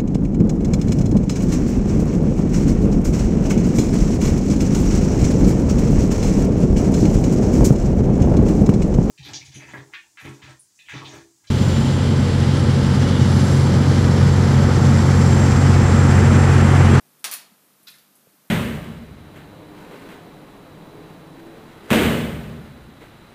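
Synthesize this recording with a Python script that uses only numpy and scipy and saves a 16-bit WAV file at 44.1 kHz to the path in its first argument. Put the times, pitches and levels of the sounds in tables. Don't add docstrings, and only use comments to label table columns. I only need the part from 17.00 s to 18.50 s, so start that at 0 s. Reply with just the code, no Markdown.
import sys
import numpy as np
from scipy import signal
from scipy.fft import rfft, irfft
from scipy.io import wavfile
from scipy.ndimage import uniform_filter1d

SR = 44100
rng = np.random.default_rng(int(sys.argv[2]) if len(sys.argv) > 2 else 0)


def store_wav(level_fs):
    pcm = np.round(np.clip(np.atleast_2d(level_fs), -1, 1) * 32767)
    wavfile.write(sys.argv[1], SR, pcm.T.astype(np.int16))


N = 66150

# (time [s], level [dB], treble shelf [dB], room send [dB])
CLICKS = [(0.243, 0.5, -5, 1.5), (0.3138, -9.5, 11.5, -2), (0.326, -11, 3.5, -0.5), (.3385, -10.5, 20, -5),
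          (0.401, -23, -9, -23)]
# (frequency [Hz], gain [dB])
CLICK_EQ = [(100, -35), (250, -14.5), (520, -16), (800, -9.5), (1300, -2.5), (2600, -2), (5500, -1),
            (8000, -3), (10200, 1.5), (12500, -6.5), (14500, -3)]
CLICK_DB, CONTACT_S, SHELF_HZ, SHELF_STEEPNESS, RING_DB = -0.5, 0.00032, 9870, 2.8, -48
# (frequency [Hz], level [dB], t60 [s])
BOWL_MODES = [(437, 5, .6), (660, -1, .45), (1070, 3, .45), (1260, 1, .4), (1490, 2, .35), (1596, 2, .35),
              (1680, 1, .35), (2585, 2, .3), (2695, 0, .3), (5596, -1, .25), (9062, 0, .25),
              (10510, -1, .25)]
# (time [s], length [s], level [dB], pitch [Hz], fizz [dB])
SQUIRTS = [(0.3174, 0.016, -17, 4130, 1.5), (0.867, 0.014, -14, 3960, -13), (0.879, 0.0094, -26, 1470, 1),
           (0.9388, 0.0045, -27, 2090, -9.5), (0.9812, 0.0068, -36.5, 4400, -3)]
# (frequency [x pitch], half width [x pitch], level [dB])
POCKET_MODES = [(.46, 0.1, -6), (.872, 0.058, 5.5), (1.009, 0.073, 10), (1.17, 0.16, -1)]
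# (frequency [Hz], gain [dB])
FIZZ_EQ = [(300, -23.5), (1300, 2.5), (2500, 10), (4800, 7.5), (7800, 0), (10500, -2.5), (12500, 6.5),
           (15000, -4)]
BURSTS_PER_S, BURST_SPREAD_DB = 5000, 2
# (time [s], level [dB])
SNAPS = [(0.193, -28), (.8315, -27), (0.9014, -20), (0.95, -26.5), (0.985, -28), (1.154, -25.5)]
# (frequency [Hz], gain [dB])
SNAP_EQ = [(500, -20), (3000, -25), (7000, -16), (10500, -4), (15000, -13)]
# (time [s], level [dB], pitch [Hz], swell [s], sag [1/s])
BUMPS = [(0.5144, -54, 201, .010, 2.1), (1.2695, -47, 780, 0.0023, 170), (1.2727, -52.5, 212, 0.0042, 35),
         (1.34, -55, 300, 0.0028, 20)]
# (frequency [Hz], t60 [s])
ROOM_T60 = [(200, 0.8), (700, 0.67), (1500, 0.46), (4000, 0.41), (8000, 0.3), (11000, 0.25), (15000, 0.2)]
# (frequency [Hz], gain [dB])
ROOM_EQ = [(120, -1), (230, 11), (350, 1.5), (520, 2), (680, 4.5), (820, 1), (1250, 1.5), (1900, 0),
           (15000, 1)]
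EARLY_DECAY_S, EARLY_DB, TAIL_DB, TAIL_RISE_S = 0.016, 5.5, 4.5, 0.0026
# (frequency [Hz], gain [dB])
AIR_EQ = [(25, -38), (60, -15.5), (110, -1), (150, 0), (240, 9.5), (400, 4), (900, 1.5), (1300, 3),
          (2000, -2.5), (7500, -4.5), (10000, -1.5), (12500, -0.5), (15000, -4.5)]
# (frequency [Hz], level [dB])
HUM_TONES = [(147, -75.5), (197, -73.5)]
AIR_DB, WAVER_DEPTH, WAVER_HZ = -59, 0.39, 11
WHINE_HZ, WHINE_WIDTH_HZ, WHINE_DB = 13300, 170, -71
HIGH_CUT_HZ = 15330


def clicks():
    out, t = np.zeros(N), clock()
    shelf = lambda f: 1 - 1 / (1 + (f / SHELF_HZ) ** SHELF_STEEPNESS)
    for s, db, treble_db, room_db in CLICKS:
        ring = sum(amp(level - 60 * t / t60) * np.sin(2 * np.pi * (hz * t + rng.random()))
                   for hz, level, t60 in BOWL_MODES)
        hit = kitchen(crack(CONTACT_S), room_db) + amp(RING_DB) * ring
        hit = eq(hit, lambda f: read(CLICK_EQ, f) + treble_db * shelf(f))
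        add(out, s, amp(CLICK_DB + db) * hit)
    return out


def squirts():
    out, t = np.zeros(N), clock()
    for s, length, db, pitch_hz, fizz_db in SQUIRTS:
        fires = rng.random(len(t)) < BURSTS_PER_S / SR
        strength = amp(BURST_SPREAD_DB * rng.standard_normal(len(t)))
        polarity = rng.choice([-1, 1], len(t))
        swell = np.sin(np.pi * np.minimum(t / length, 1)) ** 2
        bursts = whiten(fires * polarity * strength * swell)
        pockets = np.zeros(len(t))
        for ratio, half_width, level in POCKET_MODES:
            hz, width_hz = ratio * pitch_hz, 2 * half_width * pitch_hz
            pockets += amp(level) * resonate(resonate(bursts, hz, width_hz), hz, width_hz)
        fizz = amp(fizz_db) * eq(bursts, lambda f: read(FIZZ_EQ, f))
        add(out, s, amp(db) * kitchen(pockets + fizz, room_db=-3))
    return out


def snaps():
    out = np.zeros(N)
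    for s, db in SNAPS:
        tick = kitchen(crack(decay_s=0.0011), room_db=2.5)
        add(out, s, amp(db) * eq(tick, lambda f: read(SNAP_EQ, f)))
    return out


def bumps():
    out, t = np.zeros(N), clock()
    for s, db, hz, swell_s, sag_per_s in BUMPS:
        envelope = (t / swell_s) ** 2 * np.exp(2 * (1 - t / swell_s))
        cycles = np.cumsum(hz / (1 + sag_per_s * t)) / SR
        plop = envelope * np.sin(2 * np.pi * cycles)
        add(out, s, amp(db) * kitchen(plop, room_db=-33))
    return out


def crack(decay_s):
    t = clock()
    return whiten(rng.standard_normal(len(t)) * np.exp(-t / decay_s))


def kitchen(x, room_db, size=256):
    t = clock()
    early_noise, tail_noise = rng.standard_normal((2, len(t)))
    early = whiten(early_noise * np.exp(-t / EARLY_DECAY_S))
    hz, frame_s, bands = signal.stft(tail_noise, SR, nperseg=size)
    band_db = read(ROOM_EQ, hz)[:, None] - 60 * frame_s / read(ROOM_T60, hz)[:, None]
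    tail = signal.istft(bands * amp(band_db), SR, nperseg=size)[1][:len(t)]
    tail = unit_energy(tail * (1 - np.exp(-t / TAIL_RISE_S)))
    reverb = amp(EARLY_DB) * early + amp(TAIL_DB) * tail
    return x + amp(room_db) * signal.fftconvolve(x, reverb)[:len(x)]


def room_tone():
    t, hz = np.arange(N) / SR, np.fft.rfftfreq(N, 1 / SR)
    hum = np.zeros(N)
    for tone_hz, db in HUM_TONES:
        waver = 1 + WAVER_DEPTH * noise(hz < WAVER_HZ)
        phase = 2 * np.pi * (tone_hz * t + rng.random()) + WAVER_DEPTH * noise(hz < WAVER_HZ)
        hum += amp(db) * unit_rms(waver * np.sin(phase))
    whine = unit_rms(resonate(rng.standard_normal(N), WHINE_HZ, WHINE_WIDTH_HZ))
    air = noise(amp(read(AIR_EQ, hz)))
    return amp(AIR_DB) * air + hum + amp(WHINE_DB) * whine


def amp(db):
    return 10 ** (np.asarray(db) / 20)


def unit_rms(x):
    return x / np.sqrt(np.mean(x ** 2) + 1e-20)


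def unit_energy(x):
    return x / np.sqrt(np.sum(x ** 2) + 1e-20)


def clock():
    return np.arange(SR // 2) / SR


def read(points, hz):
    f, value = np.transpose(points)
    return np.interp(np.log(hz + 1), np.log(f + 1), value)


def add(mix, s, sound):
    part = mix[round(s * SR):][:len(sound)]
    part += sound[:len(part)]


def noise(gain):
    return unit_rms(irfft(rfft(rng.standard_normal(N)) * gain, N))


def eq(x, curve, size=4096):
    log_gain = np.log(amp(curve(abs(np.fft.fftfreq(size, 1 / SR)))))
    taps = np.fft.ifft(np.exp(np.conj(signal.hilbert(log_gain)))).real
    return signal.fftconvolve(x, taps[:size // 2])[:len(x)]


def resonate(x, hz, width_hz):
    r = np.exp(-np.pi * width_hz / SR)
    gain = (1 - r * r) / 2
    return signal.lfilter([gain, 0, -gain], [1, -2 * r * np.cos(2 * np.pi * hz / SR), r * r], x)


def whiten(x):
    power = uniform_filter1d(abs(rfft(x)) ** 2, size=512)
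    hz = np.fft.rfftfreq(len(x), 1 / SR)
    return unit_energy(eq(x, lambda f: -10 * np.log10(np.interp(f, hz, power) + 1e-9)))


def scene():
    return (clicks() + squirts() + snaps() + bumps() + room_tone())[None]


def record(dry):
    high_cut = signal.firwin(401, HIGH_CUT_HZ, window=("kaiser", 8), fs=SR)
    return signal.oaconvolve(dry, high_cut[None], "same")


dry = scene()
out = record(dry)
store_wav(out)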